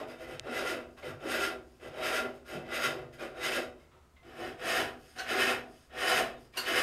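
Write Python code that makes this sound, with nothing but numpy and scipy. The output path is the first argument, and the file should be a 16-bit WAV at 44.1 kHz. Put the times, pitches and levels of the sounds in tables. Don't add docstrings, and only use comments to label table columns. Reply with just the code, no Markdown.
import sys
import numpy as np
from scipy import signal
from scipy.fft import rfft, irfft, next_fast_len
from scipy.io import wavfile

SR = 44100
rng = np.random.default_rng(int(sys.argv[2]) if len(sys.argv) > 2 else 0)


def attenuation_scalar(level_db):
    decades = np.asarray(level_db, float) / 20
    return 10 ** decades


def output_pcm(signal):
    pcm = np.clip(np.atleast_2d(signal).T, -1, 1) * 32767
    wavfile.write(sys.argv[1], SR, np.round(pcm).astype(np.int16))


N = 300762

# (frequency [Hz], density [dB per Hz])
HUM_SPECTRUM = [(25, -14), (40, -18), (62, -2.5), (80, -1), (105, -28), (160, -16.5), (400, -22.5),
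                (1000, -24), (3000, -36), (8000, -40), (15000, -48)]
HUM_DB = -61

# (start [s], length [s], force on the bowl [dB], bite of the edge [dB re force])
DOWN_STROKES = [(0.395, 0.489, -37, -19), (1.171, 0.43, -36.5, -16), (1.878, 0.48, -36.5, -19),
                (2.584, 0.52, -38.5, -23.5), (3.312, 0.4, -38, -18.5), (4.558, 0.39, -34, -14),
                (5.204, 0.45, -33, -20.5), (5.885, 0.49, -35, -18.5), (6.591, 0.45, -33, -15.9)]
# (start [s], length [s], force [dB], bite [dB re force])
BACK_RUBS = [(-0.113, 0.16, -35, -21.5), (0.047, 0.13, -48, -14), (0.168, 0.12, -47.5, -14),
             (0.24, 0.16, -45, -15.5), (0.832, 0.21, -83, 6), (0.96, 0.066, -55.5, -8.5),
             (1.004, 0.14, -42, -15.5), (1.55, 0.34, -82, 7.5), (1.785, 0.15, -49, -13.5),
             (2.315, 0.093, -62, -6.5), (2.439, 0.17, -49, -7), (2.492, 0.13, -42.5, -21),
             (3.116, 0.055, -58.5, -5), (3.17, 0.12, -42, -14), (3.74, 0.15, -67, -9),
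             (3.886, 0.16, -66, -29), (4.209, 0.24, -51, -18), (4.33, 0.24, -42, -15),
             (4.91, 0.36, -73, 8.5), (5.147, 0.11, -44, -8.5), (5.603, 0.34, -79.5, 12.5),
             (6.344, 0.17, -77.5, 10), (6.516, 0.069, -64.5, 0), (6.548, 0.08, -45, -5)]
# (time [s], strength [dB])
END_GRAIN = [(0.575, 4.5), (0.703, 4.9), (1.328, 4.5), (1.445, 5), (2.065, 5.5), (2.169, 6), (2.753, 7.5),
             (2.855, 9), (3.457, 6.5), (3.561, 6.5), (4.693, 3.5), (4.794, 3.3), (5.306, 6), (5.417, 6),
             (5.509, 5.5), (6.008, 5.0), (6.102, 6.5), (6.188, 6.5), (6.681, 5), (6.786, 5)]
# (time [s], level [dB])
CATCHES = [(.48, 7.5), (.76, 4.5), (1.25, 4), (1.52, 3.5), (1.84, 4), (1.98, 1.5), (2.27, 4.5), (2.87, 0.5),
           (3.25, 5), (3.59, 8.5), (4.41, 3.5), (4.82, 3.5), (5.32, 5), (5.53, 4), (6.04, 4), (6.12, 7),
           (6.209, 10.5), (6.7, 2.5), (6.8, 3)]
# (time [s], level [dB])
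THUDS = [(.38, -55.5), (.57, -66), (1.11, -50.5), (1.92, -55), (2.05, -66), (2.58, -53), (2.89, -55),
         (3.02, -57), (3.44, -57), (3.59, -68), (4.41, -61), (4.54, -56), (4.82, -59.5), (5.43, -62),
         (5.54, -60), (6.04, -63), (6.15, -58), (6.21, -60), (6.76, -60)]
END_GRAIN_S, CATCH_S, THUD_S = 0.035, 0.017, 0.025
FRAME_DB, FRAME_FOLLOWS = -65.5, 0.3
# (offset [dB re force], share of the bite [dB/dB], power of the speed [-],
# share of the end grain [dB/dB], dying away [dB/s])
RESPONSE = [
    (0, 0.011, 1.43, -0.0846, 133),
    (4, 0.5, 1.284, 1.78, 202),
    (0.16, 1, 1.57, 2.5, 235),
]

# (frequency [Hz], width [Hz], first-grip level [dB], new-grip level [dB])
BOWL_MODES = [(235, 36, -13.5, -15.5), (341, 22, -5.5, -9), (382.2, 14.2, -1.5, -3), (445, 49, -10, -12.5),
              (507.9, 12.3, -1, -3), (545, 40, -7.5, -14), (598.5, 22.6, -4, -10), (638.3, 15.6, -2.5, -8),
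              (669.2, 16, -5.5, -3), (757.3, 13, -4, -1.5)]
# (frequency [Hz], width [Hz], level [dB])
SHANK_FIRST_GRIP = [(1110, 15, -7), (1379, 61, 3.5), (1416, 67, 1), (1457, 9.1, -5.5), (1633, 27, -2.5),
                    (1813, 25, -9), (2014, 22.4, 1), (2290, 36, -13), (2619, 36, -1.5), (2638, 11, -8.5),
                    (3083, 12.5, -5.5), (3620, 24, -11.5), (3790, 70, -12)]
# (frequency [Hz], width [Hz], level [dB])
SHANK_NEW_GRIP = [(1081, 31, -6.5), (1270, 29, -5), (1373, 28, -3), (1450, 34, -2), (1650, 27, -0.5),
                  (1720, 45, -7), (1784, 12, 0.5), (1845, 17.6, 3), (2095, 42, -5.5), (2260, 11, -4.5),
                  (2576, 26, 0), (3005, 22.5, -1.5), (3310, 7.4, -3.5), (3674, 25, -9), (3990, 79, -15.5)]
REGRIP_S = 4.1
# (frequency [Hz], width [Hz], level [dB])
EDGE_MODES = [(4880, 31, -1), (6360, 31, -7), (6644, 35, -6.5), (7800, 69, -43), (7700, 55, -17),
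              (8570, 100, -11.5), (9100, 44, -8), (9760, 28, -9.5), (11900, 74, -12.5), (11500, 48, -28),
              (11670, 230, -19.5), (12700, 28, -27), (12500, 86, -18), (13800, 73, -39), (14600, 50, -27),
              (14900, 88, -20)]
# (frequency [Hz], density [dB per Hz])
TEARING_SPECTRUM = [(90, -49), (220, -14), (760, -13.5), (900, -19), (1500, -10), (3000, -12.5),
                    (4200, -27.5), (5200, -21), (6000, -32.5), (9500, -31.5), (13000, -35.5), (15500, -52)]

# (time [s], level [dB], T60 [s], mode [Hz])
THUMPS = [(.005, -20.5, .3, 250), (1.04, -21, .4, 363), (1.235, -14, 0.48, 342), (1.81, -21, 0.4, 373),
          (2.54, -21, .4, 200), (4.245, -25.5, .4, 352), (4.385, -17, 0.49, 348), (6.16, -14, 0.28, 240)]
# (time [s], peak [dB])
SNAPS = [
    (0.395, -21.5),
]
# (time [s], level [dB], T60 [s], strong mode [Hz], weak mode [Hz])
TOUCHES = [(.465, -21, 0.13, 1360, 2100), (0.97, -28.5, 0.16, 1110, 1510), (1.024, -21, 0.087, 2140, 1480),
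           (1.799, -46, 0.13, 2560, 1500), (2.48, -28, 0.2, 2070, 1450), (3.132, -44, 0.1, 1350, 2530),
           (3.191, -25.5, 0.59, 1450, 2500), (3.8, -43.5, 0.45, 2140, 920), (3.91, -41, 0.7, 1290, 925),
           (4.162, -35, 0.16, 2060, 1070), (4.225, -38, 0.19, 714, 380), (6.535, -27.5, 0.46, 2320, 1060)]
# (time [s], level [dB], rise [s], T60 [s], scuff top [Hz])
SKIDS = [
    (5.182, -11.5, 0.0068, 0.19, 6440),
    (6.569, -12, 0.0019, 0.22, 13800),
]
# (frequency [Hz], width [Hz], level [dB])
SKID_MODES = [
    [(1520, 22, 6), (2310, 57, -12), (2800, 39, -3), (3060, 88, -9), (3970, 30, -12), (4420, 53, -9),
     (5330, 25, -14), (6090, 42, -15)],
    [(1050, 60, -5), (1450, 97, -3), (2800, 100, -3), (4020, 88, -9), (4410, 30, 3), (4820, 60, -4),
     (5660, 32, -11), (5920, 69, -10), (6660, 34, -12), (7450, 42, -12), (8410, 40, -9), (10400, 31, -13),
     (11200, 68, -14)],
]

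# (frequency [Hz], T60 [s])
SHOP_T60 = [(200, 0.68), (700, 0.39), (2000, 0.26), (8000, 0.19)]
CUTOFF_HZ = 15770


def rms_one(x):
    return x / np.sqrt(np.mean(x ** 2) + 1e-20)


def at_hz(points, hz):
    table = np.array(points)
    return np.interp(np.log(hz + 1), np.log(table[:, 0]), table[:, 1])


def coloured(x, spectrum):
    hz = np.arange(N // 2 + 1) * SR / N
    return irfft(rfft(x) * attenuation_scalar(at_hz(spectrum, hz)), N)


def swell(rate, depth_db):
    r = np.exp(-50 * np.pi * rate / SR)
    noise = rng.standard_normal(N // 25 + 2001)
    slow = signal.lfilter([1], [1, -2 * r, r * r], noise)[2000:]
    return np.repeat(attenuation_scalar(depth_db * rms_one(slow)), 25)[:N]


def building_hum():
    noise = coloured(rng.standard_normal(N), HUM_SPECTRUM)
    return attenuation_scalar(HUM_DB - 1.5) * swell(14, depth_db=0.3) * rms_one(noise)


def fibres(per_s, spread_db, clump_db):
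    sizes = attenuation_scalar(spread_db * np.minimum(rng.exponential(1, N), 5)) * rng.choice([-1, 1], N)
    breaks = rng.random(N) < per_s / SR
    return rms_one(sizes * breaks * swell(54, clump_db))


def resonate(x, modes, wander_db=0):
    out = 0
    for k, (hz, width, level_db) in enumerate(modes):
        r = np.exp(-np.pi * width / SR)
        poles = [1, -2 * r * np.cos(2 * np.pi * hz / SR), r * r]
        drive = x * swell(11.2, wander_db)[:len(x)] if wander_db else x
        ring = signal.lfilter([(1 - r * r) / 2, 0, (r * r - 1) / 2], poles, drive)
        out = out + (-1) ** k * attenuation_scalar(level_db) * ring
    return out


def band(x, low_hz, high_hz):
    sos = signal.butter(4, [low_hz, min(high_hz, SR / 2.3)], "band", fs=SR, output="sos")
    return signal.sosfilt(sos, x)


def bumps(s, events, width):
    return np.exp(-.5 * ((s - np.array(events)[:, :1]) / width) ** 2)


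def effort(s):
    strokes = np.transpose(DOWN_STROKES + BACK_RUBS)[:, :, None]
    start, length, force_db, bite_db = strokes
    speed = np.abs(np.sin(np.pi * np.clip((s - start) / length, 0, 1)))
    grain_db = np.array(END_GRAIN)[:, 1] @ bumps(s, END_GRAIN, END_GRAIN_S)
    levels = []
    for offset_db, bite, law, grain, dying in RESPONSE:
        force = attenuation_scalar(force_db + offset_db + bite * bite_db) * speed ** law
        now_db = 10 * np.log10(np.sum(force ** 2, axis=0) + 1e-10) + grain * grain_db
        levels.append(np.maximum.accumulate(now_db + dying * s) - dying * s)
    levels[0] = levels[0] + np.array(CATCHES)[:, 1] @ bumps(s, CATCHES, CATCH_S)
    thud = attenuation_scalar(np.array(THUDS)[:, 1]) @ bumps(s, THUDS, THUD_S)
    frame = thud + attenuation_scalar(FRAME_DB + FRAME_FOLLOWS * (levels[0] + 46.5))
    return *levels, 20 * np.log10(frame)


def cut():
    s = np.arange(0, N + 100, 100) / SR
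    bowl_db, shank_db, edge_db, frame_db = effort(s)
    floor_db = -68 + .2 * (bowl_db + 45)
    spray = fibres(6000.0, spread_db=2.0, clump_db=0.8)
    broad = coloured(fibres(8000.0, spread_db=2.5, clump_db=0.38), TEARING_SPECTRUM)

    regrip = round(REGRIP_S * SR)
    before, after = spray[:regrip], spray[regrip:]
    bowl_first, bowl_new = np.array(BOWL_MODES)[:, [0, 1, 2]], np.array(BOWL_MODES)[:, [0, 1, 3]]
    bowl = np.append(resonate(before, bowl_first, wander_db=2.5), resonate(after, bowl_new, wander_db=2.5))
    shank = np.append(resonate(before, SHANK_FIRST_GRIP, wander_db=2.0),
                      resonate(after, SHANK_NEW_GRIP, wander_db=1.3))
    edge = resonate(spray, EDGE_MODES, wander_db=2.5)

    parts = ((band(broad + attenuation_scalar(2.5) * bowl, 201, 1220), bowl_db),
             (band(broad + attenuation_scalar(-0.5) * shank, 860, 5760), shank_db),
             (band(broad + attenuation_scalar(-13.0) * edge, 4050, 20500), edge_db),
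             (band(spray, 99.0, 156.3), frame_db),
             (band(spray, 37.0, 75), floor_db))
    time = np.arange(N) / SR
    return sum(rms_one(x) * attenuation_scalar(np.interp(time, s, level_db) - 0.5) for x, level_db in parts)


def rattle(grit, s, level_db, rise, t60, modes, scuff_db, top_hz):
    first = round(s * SR)
    contacts = grit[first:first + SR // 2]
    since = np.arange(len(contacts)) / SR
    force = contacts * (1 - np.exp(-since / rise)) * attenuation_scalar(level_db - 60 * since / t60)
    sound = resonate(force, modes) + attenuation_scalar(scuff_db) * band(force, 550, top_hz)
    return np.pad(sound, (first, N - first - len(since)))


def bed_thumps(grit):
    return sum(rattle(grit, s, level_db, 0.0094, t60, [(hz, 45.0, 0)], scuff_db=-48.0, top_hz=1500)
               for s, level_db, t60, hz in THUMPS)


def snap():
    clicks = np.full(N, 1e-18)
    for s, peak_db in SNAPS:
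        clicks[round((s + .00115) * SR)] = -attenuation_scalar(peak_db - 6.0)
        clicks[round((s + .00135) * SR)] = attenuation_scalar(peak_db + 12.0)
    return band(resonate(clicks, [(3200, 2100, 5.5), (8100, 4000, -26.0)]), 900, 10500)


def touches(grit):
    out = 0
    for s, level_db, t60, strong_hz, weak_hz in TOUCHES:
        modes = [(strong_hz, 40.0, 0), (weak_hz, 40.0, -4.5)]
        out = out + rattle(grit, s, level_db, 0.0024, t60, modes, scuff_db=-21.0, top_hz=3800)
    return out


def skids(grit):
    out = 0
    for (s, level_db, rise, t60, top_hz), modes in zip(SKIDS, SKID_MODES):
        out = out + rattle(grit, s, level_db, rise, t60, modes, scuff_db=-23.5, top_hz=top_hz)
    return out


def shop(x):
    size = next_fast_len(N + SR)
    hz = np.arange(size // 2 + 1) * SR / size
    echo = 0
    for k, lag in enumerate(rng.uniform(.011, .037, 10)):
        loop = attenuation_scalar(-60 * lag / at_hz(SHOP_T60, hz)) * np.exp(-2j * np.pi * hz * lag)
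        echo = echo + (-1) ** k * loop / (1 - loop)
    return irfft(rfft(x, size) * echo, size)[:N]


def scene():
    hum = building_hum()
    lathe = cut()
    grit = fibres(12000.0, spread_db=1.8, clump_db=.8)
    lathe = lathe + bed_thumps(grit) + touches(grit) + skids(grit)
    return (lathe + attenuation_scalar(-16.0) * shop(lathe) + snap() + hum)[None]


def top_cut(x):
    return signal.sosfilt(signal.butter(12, 16470, fs=SR, output="sos"), x)


def record(dry):
    low_pass = signal.ellip(12, .5, 70, CUTOFF_HZ, fs=SR, output="sos")
    mix = signal.sosfilt(low_pass, dry)
    return top_cut(mix)


dry = scene()
out = record(dry)
output_pcm(out)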